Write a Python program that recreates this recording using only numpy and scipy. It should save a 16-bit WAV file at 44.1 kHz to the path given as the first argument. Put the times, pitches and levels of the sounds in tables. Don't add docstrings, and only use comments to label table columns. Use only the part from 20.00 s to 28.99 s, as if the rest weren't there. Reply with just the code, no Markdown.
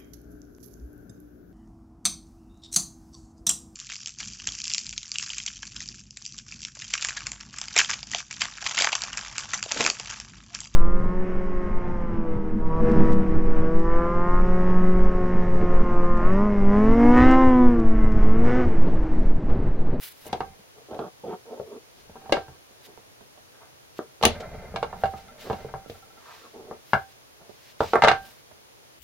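import sys
import numpy as np
from scipy import signal
from scipy.fft import rfft, irfft, next_fast_len
from scipy.io import wavfile
from scipy.ndimage import uniform_filter1d

SR = 44100
rng = np.random.default_rng(int(sys.argv[2]) if len(sys.argv) > 2 else 0)


def store_wav(level_fs):
    pcm = np.round(np.clip(np.atleast_2d(level_fs), -1, 1) * 32767)
    wavfile.write(sys.argv[1], SR, pcm.T.astype(np.int16))


N = 396438

# start_s, peak_db, colour_hz, thud_db, crack_db, frame_hum_db
# The last three are drive levels relative to peak_db; a hum of -45 or less means the frame stays silent.
BLOWS = [(0.256, -36.5, 748, -6, -30, -60), (0.265, -31, 470, -17, -37, -60), (0.3, -42, 875, -4, -13, -60),
         (0.329, -14.5, 520, -17, -16.5, -64), (0.405, -16, 740, -19, -26.5, -14.5),
         (0.591, -50.5, 398, 4, -9, -60), (0.911, -32.5, 408, -6, -22, -60),
         (0.945, -34, 509, -12, -17, -60), (0.991, -20, 515, -22, -27, -60),
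         (1.598, -23, 462, -17, -45, -60), (2.095, -38.5, 400, -9, -25, -60),
         (2.156, -33, 700, -25, -39, -14), (2.215, -42, 778, -16, -26, -8),
         (2.258, -36, 890, -7, -30, -5.5), (2.295, -22.5, 694, -9, -27, -60),
         (2.323, -6, 610, -39, -12.5, -16.5), (2.369, -13, 766, -20.5, -31, -42.5),
         (2.482, -35, 736, -4, -29, -13.5), (3.991, -16, 560, -46, -35, -60),
         (4.212, -23, 727, -15, -23, -60), (4.227, -12.5, 750, -28, -9, -60),
         (4.235, -6.5, 694, -15.5, -11.5, -60), (4.252, -7, 460, -13, -4.5, -60),
         (4.265, -10, 480, -9, -33, -60), (4.516, -35, 480, -19, -24, -60),
         (4.741, -26, 541, -14, -38, -60), (4.76, -18.5, 720, -31, -13.5, -12.5),
         (4.828, -12, 790, -24, -22.5, -30), (4.928, -26, 750, -28, -32, -12.5),
         (5.036, -11.5, 760, -12, -26, -6), (5.056, -22.5, 770, -30, -17.5, -12),
         (5.137, -28.5, 766, -9, -41, -3.5), (5.282, -49, 1320, -23, -5, -60),
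         (5.499, -16, 757, -10, -26.5, -12), (5.509, -17, 690, -23, -36, -60),
         (5.529, -20, 510, -8, -23, -20), (5.647, -26.5, 407, -8, -41, -20),
         (5.739, -23, 660, -9, -32, -10.5), (5.898, -27, 396.5, -8, -14.5, -60),
         (6.711, -26, 550, -18, -42, -58), (6.933, -1, 1030, -19, -29, -22.5),
         (7.805, -8.5, 624, -15, -26, -64), (7.934, -4.5, 840, -40, -28.5, -60),
         (7.956, -4.5, 980, -28, -33.5, -58), (8.021, -2, 1140, -25, -23, -18.5),
         (8.037, -0.5, 874, -15, -20.5, -60), (8.046, -2, 970, -44.5, -19, -60),
         (8.074, -5.5, 930, -40, -20, -60), (8.083, 0, 890, -50, -16.5, -17),
         (8.114, -6.5, 895, -22.5, -20.5, -28)]
# start_s, peak_db, colour_hz
TICKS = [(2.709, -57, 363), (2.975, -45, 487), (3.209, -49, 480), (3.374, -51.5, 571), (5.86, -45, 360),
         (7.494, -45, 477), (8.513, -51, 860)]
# start_s, peak_db, left_minus_right_db (for the part below SNAP_SPLIT_HZ)
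SNAPS = [(0.2673, -30, 5), (0.328, -31, 6), (2.3231, -30, -4), (4.226, -29, 9), (4.234, -17, 9),
         (4.2531, 4, 13.5), (4.7596, -49, 2), (7.955, -27, 6), (8.0233, -26, -3), (8.0865, -38, 2)]
# start_s, loudest_s, end_s, level_db, colour_hz, hardness_db
SCRAPES = [(0.748, 0.779, .84, -50.5, 650, 2), (0.882, 0.937, 1.0, -32, 456, 9),
           (0.982, 1.0, 1.09, -28.5, 410, 15.5), (1.23, 1.239, 1.33, -32.5, 480, -5),
           (1.25, 1.33, 1.36, -29.5, 490, 2.5), (1.45, 1.536, 1.62, -38, 515, -0.5),
           (1.658, 1.752, 1.79, -39, 400, 7.5), (2.48, 2.515, 2.57, -55, 670, 5),
           (2.83, 2.9, 2.96, -53.5, 487, 0), (3.506, 3.55, 3.6, -57, 950, 16),
           (3.583, 3.628, 3.7, -52.5, 950, 5), (5.44, 5.466, 5.51, -37, 550, 10),
           (6.192, 6.303, 6.45, -48.5, 1090, 2.5), (6.38, 6.451, 6.5, -46, 482.4, 20),
           (6.634, 6.688, 6.76, -46.5, 480, 6), (6.53, 6.558, 6.66, -40.5, 444, 7),
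           (7.389, 7.412, 7.48, -50, 609, 1), (7.824, 7.805, 7.85, -22, 583, 3)]
# time_s, grind_db, bench_rumble_db
PULLS = [
    [(0.2, -63.5, -63), (0.32, -42.5, -59), (0.424, -56, -47), (0.7, -68, -87)],
    [(1.95, -64, -58), (2.13, -56, -60), (2.316, -50, -52), (2.6, -65, -68)],
    [(4.27, -37.5, -39), (4.398, -41, -44), (4.872, -52.5, -43.5), (4.978, -49.5, -48), (5.216, -54.5, -60),
     (5.408, -50, -58), (5.65, -47.5, -49), (6.01, -64, -63.5), (6.2, -61.5, -78)],
    [(6.55, -71, -59), (6.76, -56, -70), (6.85, -84, -81)],
    [(7.8, -41.5, -67), (8.002, -56, -48), (8.216, -59.5, -58.5), (8.35, -58, -74)],
]
# start_s, peak_db
TAPS = [(4.4247, -37.5), (4.5984, -48), (4.9651, -57), (5.2844, -42), (5.5947, -58), (5.684, -45),
        (5.7714, -53), (5.8531, -48), (5.944, -47), (6.0227, -46.5), (6.101, -49.5), (6.1686, -48)]
# start_s, loudest_s, end_s, level_db, top_end_db (relative to level_db)
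RUSTLES = [(0.0, 0.037, 0.13, -41.5, 2.5), (0.12, 0.288, 0.29, -51, 1), (1.89, 2.005, 2.08, -60, -10),
           (2.807, 2.864, 2.88, -52.5, -4), (3.952, 3.986, 3.995, -49, -6.5),
           (4.397, 4.407, 4.43, -44, -17), (4.95, 5.016, 5.23, -55.5, -3), (5.16, 5.172, 5.28, -54.5, -13),
           (5.375, 5.407, 5.68, -47.5, -7.5), (5.877, 5.88, 6.14, -57, -3),
           (6.146, 6.346, 6.59, -52, -10.5), (6.797, 6.91, 7.13, -56, -2.5), (7.09, 7.16, 7.13, -57, -9),
           (7.447, 7.727, 7.73, -54, -8), (7.788, 7.838, 8.04, -42.5, -10.5), (8.15, 8.27, 8.42, -53, -2.5)]
# pitch_hz, level_db, t60_s
WOOD_MODES = [(224, 1.5, 0.95), (351, -6.5, 0.28), (426, 6, 0.13), (459.5, 1, 0.065), (536, -3, 0.2),
              (573, -3.5, 0.077), (586, 0.5, 0.091), (728, 2.5, 0.064), (882, 5.5, 0.027),
              (956, -8.5, 0.28), (1036, -10.5, 0.37), (1102, -8, 0.17), (1247, -3, 0.067),
              (1366, -2, 0.045), (1577, -2, 0.098), (1740, -4, 0.047), (2098, -2, 0.037), (2079, -8, 0.33),
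              (2790, -16, 0.24), (3030, -21, 0.21), (2387, -6.5, 0.13), (3250, -14, 0.069), (3830, -12, .1),
              (4500, -11.5, .09)]
# pitch_hz, level_db, t60_s
FRAME_MODES = [(776, 2.5, 0.26), (1577, -24, 0.34), (1638, -13.5, 0.1), (2214, -18, 0.16),
               (2800, -7.5, 0.043), (3444, -39.5, 0.17), (3970, -37, 0.17), (4480, -25, .06)]
# pitch_hz, level_db, t60_s
BENCH_MODES = [(44.4, -16, 0.25), (78.1, -5, 0.3), (95, -3.5, .3), (135.5, 1, 0.15), (208, 2, 0.11)]
# pitch_hz, level_db, t60_s (held to at least 0.004 s by decay)
STEEL_MODES = [(2910, -5.5, 0.033), (4130, -19, 0.019), (6400, 3, 0.0061), (8200, -10, 0.0022),
               (9900, 4, 0.0064), (13500, -5.5, 0.0036)]
# pitch_hz, level_db, t60_s
TOOL_MODES = [(775, 9.2, .12), (1348, 11, 0.093)]
# pitch_hz, level_db (per Hz)
HISS_SPECTRUM = [(15, -72), (25, -11.5), (137, 0.5), (175, -9), (451, -2), (489, -2.5), (607, -3.5),
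                 (887, -6.5), (1330, -9.5), (3160, -12), (6800, -14.5), (7800, -24.5), (9000, -16.5),
                 (16000, -21)]

BLOW_FALL_DB, BLOW_HARD_DB = 7, 2.5
BODY_T60_S, CHATTER_T60_S = 0.0336, 0.147
BLOW_PAN_DB, BLOW_PAN_SPREAD_DB = -0.3, 2.8
REFERENCE_CRACK_DB = -20.5
SOFT_HZ, SOFT_SHARE = 1850, 0.9
OVERTONES_DB, OVERTONE_SHARE = -10, 0.8
TICK_THUD_DB, TICK_CRACK_DB, TICK_PAN_DB = -5.5, -15, -27.5
TICK_BOUNCE_S, TICK_BOUNCE_DB = 0.0062, -9.5
SNAP_SPLIT_HZ, SNAP_TOP_PAN_DB, SNAP_TAIL_DB = 8000, -9, -32.5
SCRAPE_SWELL_DB, RUSTLE_SWELL_DB = 13.5, 14.5
SCRAPE_FALL_DB, SCRAPE_LOW_HZ = 8, 130
RASP_DB, RASP_HZ = -33.5, (3070, 3580)
RACK_HZ, RACK_FALL_DB = 600, 0.5
RUMBLE_TILT_DB = -6.5
ROOM_T60_S, ROOM_TREBLE_T60_S, ROOM_DB, ROOM_DULL_HZ = 0.13, 0.0364, -14, 4920
HISS_DB, HISS_SIDE_DB = -57.5, 3.5
TOP_HZ = 15900


def knocks():
    out, t = np.zeros((2, N)), time_axis(ms=300)
    wood = rings(WOOD_MODES, t)
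    bench = rings(BENCH_MODES, t) * (1 - decay(t, 0.3)[::-1])
    for s, db, hz, thud_db, crack_db, _ in BLOWS:
        pan_db = BLOW_PAN_DB + BLOW_PAN_SPREAD_DB * rng.standard_normal()
        add(out, s, blow(wood, bench, db, hz, thud_db, crack_db, pan_db))
    for s, db, hz in TICKS:
        for late_s, less_db in (0, 0), (TICK_BOUNCE_S, TICK_BOUNCE_DB):
            tick = blow(wood, bench, db + less_db, hz, TICK_THUD_DB, TICK_CRACK_DB, TICK_PAN_DB)
            add(out, s + late_s, tick)
    return out


def blow(wood, bench, db, hz, thud_db, crack_db, pan_db):
    t = time_axis(ms=300)
    contact = np.sin(np.pi / 2 * np.minimum(t / 0.001, 1)) ** 2
    modes_hz = np.transpose(WOOD_MODES)[0]
    soft = undb(SOFT_SHARE * (crack_db - REFERENCE_CRACK_DB) * (modes_hz > SOFT_HZ))
    drive = soft * near(modes_hz, hz, BLOW_FALL_DB, BLOW_HARD_DB)
    body = contact * strike(wood, 2.7, drive) * decay(t, BODY_T60_S)
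    chatter = undb(-29.5) * rng.standard_normal(len(t)) * decay(t, CHATTER_T60_S)
    body = body + signal.fftconvolve(body, chatter)[:len(t)]
    body = pan(body / np.abs(body).max(), pan_db, count=1)
    thud = undb(thud_db) * strike(bench, 3.6) * (1 - decay(t, 0.016))
    splinters = band(rng.standard_normal((2, len(t))), 1970, 4390)
    mid, side = splinters * (2.1 * decay(t, 0.041) + 0.41 * decay(t, 0.24))
    crack = undb(crack_db) * (mid + 0.98 * side * np.array([[1], [-1]]))
    return undb(db) * (body + thud + crack)


def clunks():
    out, t = np.zeros((2, N)), time_axis(ms=450)
    frame = rings(FRAME_MODES, t) * (1 - decay(t, 0.0093))
    for s, db, *_, crack_db, hum_db in BLOWS:
        if hum_db > -45:
            overtones_db = OVERTONES_DB + OVERTONE_SHARE * (crack_db - REFERENCE_CRACK_DB)
            sizes = undb(overtones_db + 1.2 * rng.standard_normal(len(FRAME_MODES) - 1))
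            ring = undb(hum_db) * frame[0] + sizes @ frame[1:]
            add(out, s, pan(undb(db) * ring, -0.7, count=1))
    return out


def snaps():
    out, t = np.zeros((2, N)), time_axis(ms=200)
    steel = rings(STEEL_MODES, t)
    for s, db, pan_db in SNAPS:
        clang = strike(steel, 1.8)
        rattle = rng.standard_normal((2, len(t))) * decay(t, 0.097)
        tail = signal.fftconvolve(clang[None], rattle)[:, :len(t)]
        low = pan(band(clang, 500, SNAP_SPLIT_HZ), pan_db, count=-3)
        top = pan(band(clang, SNAP_SPLIT_HZ, TOP_HZ), SNAP_TOP_PAN_DB, count=-3)
        add(out, s, undb(db) * (low + top + undb(SNAP_TAIL_DB) * tail))
    return out


def scrapes():
    out, noise = np.zeros((2, N)), grit(140, 2.24)
    rasp_gain = np.sqrt(SR / 2 / np.ptp(RASP_HZ))
    for *times, peak_db, hz, hard_db in SCRAPES:
        s, push, (db,) = gated(swell(*times, peak_db, SCRAPE_SWELL_DB), 0.0039, noise)
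        wood = rub(undb(db) * push, hz, SCRAPE_FALL_DB, hard_db)
        add(out, s, pan(band(wood, SCRAPE_LOW_HZ, TOP_HZ), -1.8, count=-4))
        add(out, s, band(undb(db + RASP_DB) * push, *RASP_HZ) * rasp_gain)
    return out


def rack():
    out, t = np.zeros((2, N)), time_axis(ms=200)
    octaves = np.log2(np.transpose(BENCH_MODES)[0] / BENCH_MODES[0][0])
    bench = strike(rings(BENCH_MODES, t) * decay(t, 0.12), 0.56, undb(RUMBLE_TILT_DB * octaves))
    bench = bench / np.linalg.norm(bench)
    noise = np.concatenate([grit(70, 4.0), grit(25, 3.0)])
    for pull in PULLS:
        s, (teeth, shake), (grind_db, rumble_db) = gated(pull, 0.025, noise)
        add(out, s, pan(rub(undb(grind_db) * teeth, RACK_HZ, RACK_FALL_DB), -0.6, count=1))
        add(out, s, signal.fftconvolve(undb(rumble_db) * shake, bench)[None])
    return out


def rub(push, colour_hz, fall_db, bright_db=0):
    t = time_axis(ms=80)
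    hz = np.transpose(WOOD_MODES)[0][:, None]
    drive = near(hz, colour_hz, fall_db, bright_db) * rng.choice([-1, 1], hz.shape)
    wood = rings(WOOD_MODES, t) * decay(t, 0.051)
    power = np.sum(drive ** 2 * np.sum(wood ** 2, axis=1, keepdims=True), axis=0)
    return signal.fftconvolve(push * drive / np.sqrt(power), wood, axes=1).sum(axis=0)


def taps():
    out, t = np.zeros((2, N)), time_axis(ms=150)
    tap = rings(TOOL_MODES, t).sum(axis=0) * (1 - decay(t, 0.021))
    for s, db in TAPS:
        add(out, s, pan(undb(db) * tap / np.abs(tap).max(), -0.56))
    return out


def rustle():
    out, (mid, side) = np.zeros((2, N)), grit(120, 1.3, channels=2)
    noise = mid + 0.5 * side * np.array([[1], [-1]])
    noise = np.concatenate([unit(band(noise, 1440, 5370)), unit(band(noise, 9000, TOP_HZ))])
    for *times, db, top_db in RUSTLES:
        s, rubbing, (mid_db,) = gated(swell(*times, db, RUSTLE_SWELL_DB), 0.005, noise)
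        add(out, s, undb(mid_db) * rubbing[:2] + undb(mid_db + top_db) * rubbing[2:])
    return out


def room(dry):
    t = time_axis(ms=400)
    noise = rng.standard_normal((2, len(t)))
    low = band(noise, 97, ROOM_DULL_HZ)
    echo = low * decay(t, ROOM_T60_S) + 0.5 * (noise - low) * decay(t, ROOM_TREBLE_T60_S)
    echo = echo * (t > 0.004)
    return undb(ROOM_DB) * signal.oaconvolve(dry.mean(axis=0)[None], echo / np.linalg.norm(echo[0]))[:, :N]


def hiss():
    hz, db = np.transpose(HISS_SPECTRUM)
    size = next_fast_len(N)
    gain = undb(np.interp(np.log(np.fft.rfftfreq(size, 1 / SR) + 1), np.log(hz), db))
    noise = irfft(rfft(rng.standard_normal((2, size))) * gain, size)[:, :N]
    mid, side = undb(HISS_DB) * unit(noise)
    return mid + undb(HISS_SIDE_DB) * side * np.array([[1], [-1]])


def rings(modes, t):
    hz, db, t60 = np.transpose(modes)[:, :, None]
    return undb(db) * np.sin(2 * np.pi * hz * t) * decay(t, t60)


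def strike(shapes, scatter_db, weight=1.):
    chance = rng.standard_normal((2, len(shapes)))
    x = (weight * np.sign(chance[0]) * undb(scatter_db * chance[1])) @ shapes
    return x / np.abs(x).max()


def near(hz, colour_hz, fall_db, bright_db=0):
    return undb(bright_db * (hz > 1050) - fall_db * np.log2(hz / colour_hz) ** 2)


def grit(rate_hz, depth_db, channels=1):
    k = int(SR / rate_hz)
    jumps = uniform_filter1d(rng.standard_normal(N)[np.arange(N) // k], k)
    return unit(undb(depth_db * jumps)) * rng.standard_normal((channels, N))


def swell(start, top, end, db, swell_db):
    return [(start, db - swell_db), (np.clip(top, start + 0.001, end - 0.001), db), (end, db - swell_db)]


def gated(table, edge_s, noise):
    s, *columns = np.transpose(table)
    i = np.arange(int(s[0] * SR), int(s[-1] * SR))
    gate = np.clip(np.minimum(i / SR - s[0], s[-1] - i / SR) / edge_s, 0, 1)
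    return s[0], gate * noise[:, i], [np.interp(i / SR, s, c) for c in columns]


def decay(t, t60):
    return np.exp(-np.log(1000) * t / np.maximum(t60, 0.004))


def band(x, lo_hz, hi_hz):
    return signal.sosfilt(signal.butter(2, [lo_hz, hi_hz], "band", fs=SR, output="sos"), x)


def pan(x, db, count=0):
    left, right = (np.pad(x, (max(int(k), 0), 0))[:len(x)] for k in (count, -count))
    return np.array([undb(db / 2) * left, undb(-db / 2) * right])


def add(out, s, x):
    i = int(s * SR)
    out[:, i:i + x.shape[1]] += x[:, :N - i]


def undb(db):
    return 10 ** (np.asarray(db) / 20)


def unit(x):
    return x / np.sqrt(np.mean(x ** 2))


def time_axis(ms):
    return np.arange(ms * SR // 1000) / SR


def scene():
    work = knocks() + clunks() + snaps() + taps() + scrapes() + rack() + rustle()
    return work + room(work) + hiss()


def record(dry):
    rounded = np.tanh(0.78 * dry) / 0.8
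    return signal.sosfilt(signal.ellip(10, 0.2, 70, TOP_HZ, fs=SR, output="sos"), rounded)


dry = scene()
out = record(dry)
store_wav(out)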